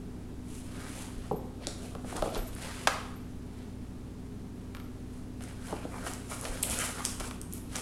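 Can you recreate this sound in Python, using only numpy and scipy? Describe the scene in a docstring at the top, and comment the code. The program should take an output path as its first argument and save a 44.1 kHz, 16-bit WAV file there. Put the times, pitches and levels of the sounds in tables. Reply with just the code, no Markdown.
"""Cats and a cardboard case

A cat wriggles inside a long cardboard case on a tile floor while a kitten pounces on it, in a
hard-walled room. Paws and edges knock the panels into ringing, creases snap, the end flap slaps, and
fur and card rub in tiny stick-slips. The squashed case puffs out air, a pellet tinkles faintly in the
kitten's collar bell, and a household appliance hums underneath."""
import sys
import numpy as np
from scipy import signal
from scipy.fft import rfft, irfft
from scipy.io import wavfile
from scipy.ndimage import uniform_filter1d

SR = 44100
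rng = np.random.default_rng(int(sys.argv[2]) if len(sys.argv) > 2 else 0)


def master_out(mix):
    """Clip the mix to full scale and print it as 16-bit PCM to the path in sys.argv[1]."""
    frames = np.transpose(np.atleast_2d(mix))
    ceiling = np.clip(frames, -1, 1)
    pcm = np.round(ceiling * 32767).astype(np.int16)
    wavfile.write(sys.argv[1], SR, pcm)


N = 344421
T = np.arange(N) / SR
RING_T = T[:SR // 4]  # time axis of one struck sound

# decay of the room: f/Hz, t60/s
ROOM_DECAY = [(150, 0.34), (500, 0.61), (1200, 0.65), (3000, 0.6), (7000, 0.48), (14000, 0.55)]
# motor and mains tones of the appliance: f/Hz, rms level/dB
HUM_TONES = [(59.1, -50.5), (94.3, -50.5), (119.7, -53.5), (183, -56.5), (249.6, -50), (299.6, -59)]
# spectrum of the appliance's rush of air: f/Hz, level/dB
RUSH_SPECTRUM = [(20, 3.5), (48, -3), (75, -5.5), (135, -5.5), (175, -1.5), (270, -1.5), (330, -10),
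                 (405, -5.5), (500, -16.5), (800, -20.5), (2000, -30.5), (5000, -36), (10500, -39),
                 (15500, -37)]
# collar bell modes: f/Hz, level/dB, t60/s
BELL_MODES = [(12270, 0, .12), (14520, -6, .12)]
# the pellet starts bouncing in the bell: t/s, level/dB
JINGLES = [(1.32, -44), (1.36, -40.5), (2.295, -41), (2.375, -32), (2.468, -37), (2.925, -42), (3.16, -44),
           (4.749, -39)]
# the squashed case puffs out air: t/s, peak level/dB
PUFFS = [(1.159, -36.5), (2.195, -32), (2.374, -28.5), (2.50, -39), (6.49, -33.5), (7.19, -37.5)]
# strokes of fur, paws and card over the case: crest t/s, length/s, hiss level/dB, rasp level/dB
STROKES = [(0.514, 0.13, -49, -54.5), (0.566, 0.43, -52.5, -66), (0.803, 0.9, -54, -47.5),
           (0.954, 0.58, -47.5, -46.5), (1.018, 0.21, -45, -49), (1.247, 0.21, -58, -50.5),
           (1.641, 0.14, -61, -44.5), (1.704, 0.39, -56, -55), (1.846, 0.33, -51.5, -50),
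           (2.11, 0.23, -46, -48), (2.173, 0.24, -51, -42), (2.253, 0.24, -48, -46),
           (2.356, 0.14, -46.5, -37), (2.476, 0.44, -53.5, -56), (2.652, 0.42, -45.5, -39.5),
           (2.822, 0.73, -50.5, -45.5), (3.587, 0.37, -64, -56), (5.14, 0.38, -63, -63),
           (5.424, 0.069, -49.5, -49.5), (5.485, 0.28, -56.5, -51.5), (5.685, 0.47, -49, -47),
           (5.994, 0.66, -51.5, -47.5), (6.072, .16, -42, -42), (6.133, 0.6, -50.5, -52.5),
           (6.323, 0.11, -35.5, -42.5), (6.443, 0.36, -43.5, -47), (6.555, 0.22, -46, -43),
           (6.716, 0.45, -37, -40.5), (6.819, 0.32, -34, -37.5), (7.01, 0.63, -54, -46),
           (7.068, 0.22, -37.5, -57), (7.204, 0.037, -38, -37), (7.243, 0.16, -39.5, -41),
           (7.55, 0.17, -47, -58), (7.77, 0.26, -41.5, -40)]
# how hard rubbing drives the panel modes, most when the case drags over the tiles: t/s, level/dB
DRAG_DRIVE = [(1.0, -5.5), (2.25, 2.5), (2.65, -11), (5.5, -3), (5.93, 7.5), (6.2, 1.5), (6.85, 6.5),
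              (7.3, -0.5), (7.8, -4.5)]
# spectrum of the card's surface hiss: f/Hz, level/dB
HISS_SPECTRUM = [(1200, -15), (2500, -1), (4500, -4), (7000, 1.5), (9800, 3.5), (15500, -9.5)]
# spectrum of the pressed panels' rasp: f/Hz, level/dB
RASP_SPECTRUM = [(150, -0.5), (300, -9.5), (480, 1.5), (850, -0.5), (1450, -0.5), (2100, -3), (3300, -5),
                 (5000, -8), (9000, -29)]
# creases snapping: t/s, level/dB, f/Hz
SNAPS = [(1.670, -18, 4300), (1.6708, -17, 7000), (2.168, -23.5, 7400), (2.348, -25, 4500),
         (2.551, -28.5, 10600), (5.438, -30, 8300), (6.074, -28, 8500), (6.136, -22.5, 8350),
         (6.4122, -22, 10000), (6.444, -26, 7000), (6.453, -20.5, 3520), (6.628, -12.5, 9900),
         (6.6317, -6.5, 10000), (6.636, -19.5, 3080), (6.643, -23, 10500), (6.699, -17, 9300),
         (6.789, -15, 8200), (7.0519, -8.5, 7240), (7.0598, -17, 7500), (7.1998, -20, 6170),
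         (7.4153, -23.5, 9100), (7.526, -26, 8600), (7.536, -20, 11400), (7.758, -16.5, 7050),
         (7.7654, -19, 8500)]
# panel modes of the case: f/Hz, level/dB, t60/s
PANEL_MODES = [(188, 9, 0.012), (253, 9.5, 0.019), (345, 0, 0.063), (413, -5, 0.13), (510, 5, 0.038),
               (576, -2, 0.065), (726, 10, 0.022), (900, 0.5, 0.014), (1124, 0.5, 0.029), (1175, 14, 0.01),
               (1390, 1, 0.054), (1660, 3, 0.021), (1910, 8.5, 0.006), (2300, 5.5, 0.02),
               (2300, -11.5, 0.0042), (3140, 1, 0.03)]
# blows on the case, pitched lower the softer the contact: t/s, level/dB, f/Hz
KNOCKS = [(1.3119, -19, 505), (1.334, -23, 233), (1.671, -31, 422), (1.9514, -31.5, 760),
          (2.0452, -34.5, 640), (2.126, -29, 610), (2.150, -33, 400), (2.165, -29, 1020),
          (2.2235, -18, 730), (2.260, -26.5, 554), (2.274, -25, 497), (2.357, -29.5, 1170),
          (2.365, -25.5, 472), (4.7493, -34, 1800), (4.7688, -38.5, 1700), (4.8004, -41.5, 1800),
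          (5.4085, -39, 980), (5.727, -21.5, 564), (5.8526, -24.5, 352), (6.067, -30, 630),
          (6.454, -30, 2610), (7.206, -31.5, 640), (7.311, -32, 1690), (7.755, -29.5, 1920)]
# spectrum of a hard contact's click: f/Hz, level/dB
CLICK_SPECTRUM = [(60, -40), (400, -44), (1500, 5), (3000, 22), (7000, 8.5), (15500, 9)]
# the end flap, let go by the leaping kitten, slaps the case and chatters: t/s, peak level/dB
SLAPS = [(2.8726, -6.5), (2.8738, -4), (2.877, -8.5)]
# spectrum of the flap's slap: f/Hz, level/dB
FLAP_SPECTRUM = [(180, -45), (300, -15), (383, -18), (490, -2), (975, -7.5), (1230, -1), (1760, -10.5),
                 (9330, -24.5), (13600, -33.5), (15000, -32.5)]
# treble roll-off over the whole mix: f/Hz, level/dB
TREBLE_EQ = [(6000, 0.5), (11000, 0.5), (12500, -5.5), (15500, -12)]


def undb(db):
    """Decibels to gain."""
    return 10 ** (np.asarray(db) / 20)


def unit(x):
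    """Scale to rms 1."""
    return x / np.sqrt(np.mean(x ** 2))


def peak(x):
    """Scale to peak 1."""
    return x / np.abs(x).max()


def add(out, s, x):
    """Mix x into out from second s on."""
    i = max(0, int(s * SR))
    out[i:i + len(x)] += x[:max(0, N - i)]


def convolve(x, impulse):
    """Pass x through an impulse response."""
    return signal.oaconvolve(x, impulse)[:N]


def lookup(points, hz):
    """Read (f/Hz, value) points on a log-frequency axis."""
    f, value = np.transpose(points)
    return np.interp(np.log(hz + 1), np.log(f), value)


def response(spectrum, size=4096):
    """Minimum-phase impulse response with the given spectrum."""
    gain = undb(lookup(spectrum, np.arange(size // 2 + 1) * SR / size))
    cepstrum = irfft(np.log(gain))
    cepstrum[1:size // 2] *= 2
    cepstrum[size // 2 + 1:] = 0
    return irfft(np.exp(rfft(cepstrum)))


def wander(rate_hz):
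    """Smooth random drift with rms 1."""
    hold = int(SR / rate_hz)
    steps = np.repeat(rng.standard_normal(N // hold + 1), hold)[:N]
    return unit(uniform_filter1d(uniform_filter1d(steps, hold), hold))


def decay(t60, t=RING_T):
    """Envelope that falls 60 dB in t60 seconds."""
    return np.exp(-np.log(1000) * t / t60)


def ring(hz, t60):
    """A struck mode."""
    return np.sin(2 * np.pi * hz * RING_T) * decay(t60)


def room(x, wet_db, build_s=0.0014):
    """Tiles and walls add a dense tail that builds up quickly and lingers longest in the mids."""
    t, hz = T[:SR], np.arange(SR // 2 + 1)
    noise = rfft(rng.standard_normal(SR))
    centres, t60s = np.transpose(ROOM_DECAY)
    tail = np.zeros(SR)
    for share, t60 in zip(np.eye(len(centres)), t60s):
        band = lookup(np.column_stack([centres, share]), hz)
        tail += irfft(noise * band, SR) * decay(t60, t)
    tail *= 1 - np.exp(-(t / build_s) ** 2)
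    return x + undb(wet_db) * convolve(x, tail / np.linalg.norm(tail))


def appliance(waver_db=0.06, rush_db=-45.5):
    """The bed: motor and mains tones that waver a little, over a steady rush of air."""
    hum = np.zeros(N)
    for hz, db in HUM_TONES:
        amplitude = np.sqrt(2) * undb(db + waver_db * wander(rate_hz=4))
        hum += amplitude * np.sin(2 * np.pi * (hz * T + rng.random()))
    colour = undb(lookup(RUSH_SPECTRUM, np.arange(N // 2 + 1) * SR / N))
    rush = unit(irfft(rfft(rng.standard_normal(N)) * colour, N))
    return hum + undb(rush_db) * rush


def collar_bell(bounce_s=0.022, fade_db=4.0, first_db=-6, bounces=8):
    """A pellet bounces in a tiny bell, ever more weakly; each touch rings a new blend of the modes."""
    out = np.zeros(N)
    for s, db in JINGLES:
        for k in range(bounces):
            touch = sum(undb(mode_db) * rng.uniform(0.55, 1) * ring(hz, t60)
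                        for hz, mode_db, t60 in BELL_MODES)
            add(out, s, undb(db + first_db - k * fade_db) * touch)
            s += rng.exponential(bounce_s)
    return out


def puffs(hz=31, t60=0.21, attack_s=0.016):
    """Squashing the case pushes out a deep, quickly damped wave of air."""
    out = np.zeros(N)
    puff = peak(ring(hz, t60) * (1 - np.exp(-RING_T / attack_s)))
    for s, db in PUFFS:
        add(out, s, undb(db) * puff)
    return out


def stroke_envelopes(swell_share=0.39, depth_db=21.5, fidget_hiss_db=-72, fidget_rasp_db=-68):
    """Hiss and rasp swell quickly and fade more slowly with each stroke; the cats never keep still."""
    hiss_power = np.full(N, undb(fidget_hiss_db) ** 2)
    rasp_power = np.full(N, undb(fidget_rasp_db) ** 2)
    for s, length_s, hiss_db, rasp_db in STROKES:
        near = np.abs(T - s) < 2 * length_s
        offset = (T[near] - s) / length_s
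        away = np.maximum(-offset / swell_share, offset / (1 - swell_share))  # 0 at crest, 1 at ends
        swell = undb(-depth_db * away)
        hiss_power[near] += (undb(hiss_db) * swell) ** 2
        rasp_power[near] += (undb(rasp_db) * swell) ** 2
    return np.sqrt(hiss_power), np.sqrt(rasp_power)


def slips(per_s, spread_db=3.0):
    """Tiny stick-slip releases at random times, a few much larger than the rest."""
    size = undb(spread_db * np.minimum(rng.exponential(size=N), 5))
    released = rng.random(N) < per_s / SR
    return unit(released * size * rng.choice([-1, 1], N))


def rubbed_panels(force, t60_scale=0.33):
    """A travelling contact drives the modes by turns; card pressed on the tiles rings more briefly."""
    return unit(sum(undb(db) * wander(rate_hz=35) * convolve(force, ring(hz, t60 * t60_scale))
                    for hz, db, t60 in PANEL_MODES))


def scrape(hiss_db=-2, rasp_db=-4, hiss_jerk_db=2.0, rasp_jerk_db=0.5):
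    """Jerky rubbing: fine slips hiss on the card's surface, coarser ones rasp through the panels."""
    hiss_envelope, rasp_envelope = stroke_envelopes()
    drag_db = np.interp(T, *np.transpose(DRAG_DRIVE))
    jerk = wander(rate_hz=100)
    hiss = unit(convolve(slips(per_s=7000), response(HISS_SPECTRUM)))
    coarse = unit(convolve(slips(per_s=2800), response(RASP_SPECTRUM)))
    rasp = coarse + undb(drag_db) * rubbed_panels(coarse)
    return (hiss * hiss_envelope * undb(hiss_db + hiss_jerk_db * jerk)
            + rasp * rasp_envelope * undb(rasp_db + rasp_jerk_db * jerk))


def crease_snaps(step_s=0.00015, fade_db=6, steps=3, tight_hz=9700):
    """A crease gives way in quick steps, each a tiny burst; tight, high creases ring for more cycles."""
    out = np.zeros(N)
    for s, db, hz in SNAPS:
        cycles = 0.47 * (1 + (hz / tight_hz) ** 6)
        age = RING_T * hz / cycles
        burst = peak(age * np.exp(-1.4 * age) * np.sin(2 * np.pi * hz * RING_T))
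        for k in range(steps):
            add(out, s, undb(db - k * fade_db) * burst)
            s += rng.uniform(0.6, 2.5) * step_s
    return out


def blow(pitch_hz, detune=0.049):
    """One hit rings the panel modes, favouring those near a pitch set by the softness of the contact."""
    mode_hz, mode_db, t60s = np.transpose(PANEL_MODES)
    bend, landing = rng.standard_normal((2, len(mode_hz)))
    ratio = mode_hz / pitch_hz
    # where the blow lands decides whether a mode starts inwards or outwards
    drive = np.sign(landing) * undb(mode_db) * ratio / (1 + ratio ** 4)
    # the cats' weight bends the panels, so the modes shift from blow to blow
    bent_hz = mode_hz * (1 + detune * bend)
    body = sum(gain * ring(hz, t60) for gain, hz, t60 in zip(drive, bent_hz, t60s))
    contact_pulse = np.hanning(int(0.5 * SR / pitch_hz))
    velocity = np.convolve(body, contact_pulse)
    # the air follows the panels' acceleration, so a blow carries no deep bass
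    return peak(np.diff(velocity))


def knocks(hard_hz=760, click_db=6.5, rebound_s=0.00356, rebound_db=-5, rebound_ratio=0.67):
    """Paws and edges hit the case, which rebounds more dully on the tile; hard contact adds a click."""
    out = np.zeros(N)
    click = peak(response(CLICK_SPECTRUM))
    for s, db, pitch_hz in KNOCKS:
        hardness = 1 / (1 + (hard_hz / pitch_hz) ** 8)
        add(out, s, undb(db) * blow(pitch_hz))
        add(out, s, undb(db + click_db) * hardness * click)
        add(out, s + rebound_s, undb(db + rebound_db) * blow(pitch_hz * rebound_ratio))
    return out


def flap_slaps(rattle_db=-27, rattle_t60=0.042):
    """The flap lands flat with a crack and its edge rattles; each contact gets its own room tail."""
    out = np.zeros(N)
    for s, db in SLAPS:
        force = undb(rattle_db) * rng.standard_normal(len(RING_T)) * decay(rattle_t60)
        force[0] = 1  # the crack
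        contact = np.zeros(N)
        add(contact, s, undb(db) * peak(convolve(force, response(FLAP_SPECTRUM))))
        out += room(contact, wet_db=-5.5)
    return out


def scene():
    """Case and bell sound into the room, each part from its own place, over the hum."""
    hits = room(knocks(), wet_db=-4.5) + flap_slaps()
    wriggling = room(crease_snaps(), wet_db=-3.5) + room(scrape(), wet_db=-6.5) + puffs()
    tinkle = room(collar_bell(), wet_db=-15)
    return (hits + wriggling + tinkle + appliance())[None]


def record(dry, top_hz=15900):
    """Master EQ: the top of the treble is dulled, then cut off steeply."""
    dulled = convolve(dry[0], response(TREBLE_EQ))
    lowpass = signal.ellip(8, 0.2, 70, top_hz, fs=SR, output="sos")
    return signal.sosfilt(lowpass, dulled)[None]


dry = scene()
out = record(dry)
master_out(out)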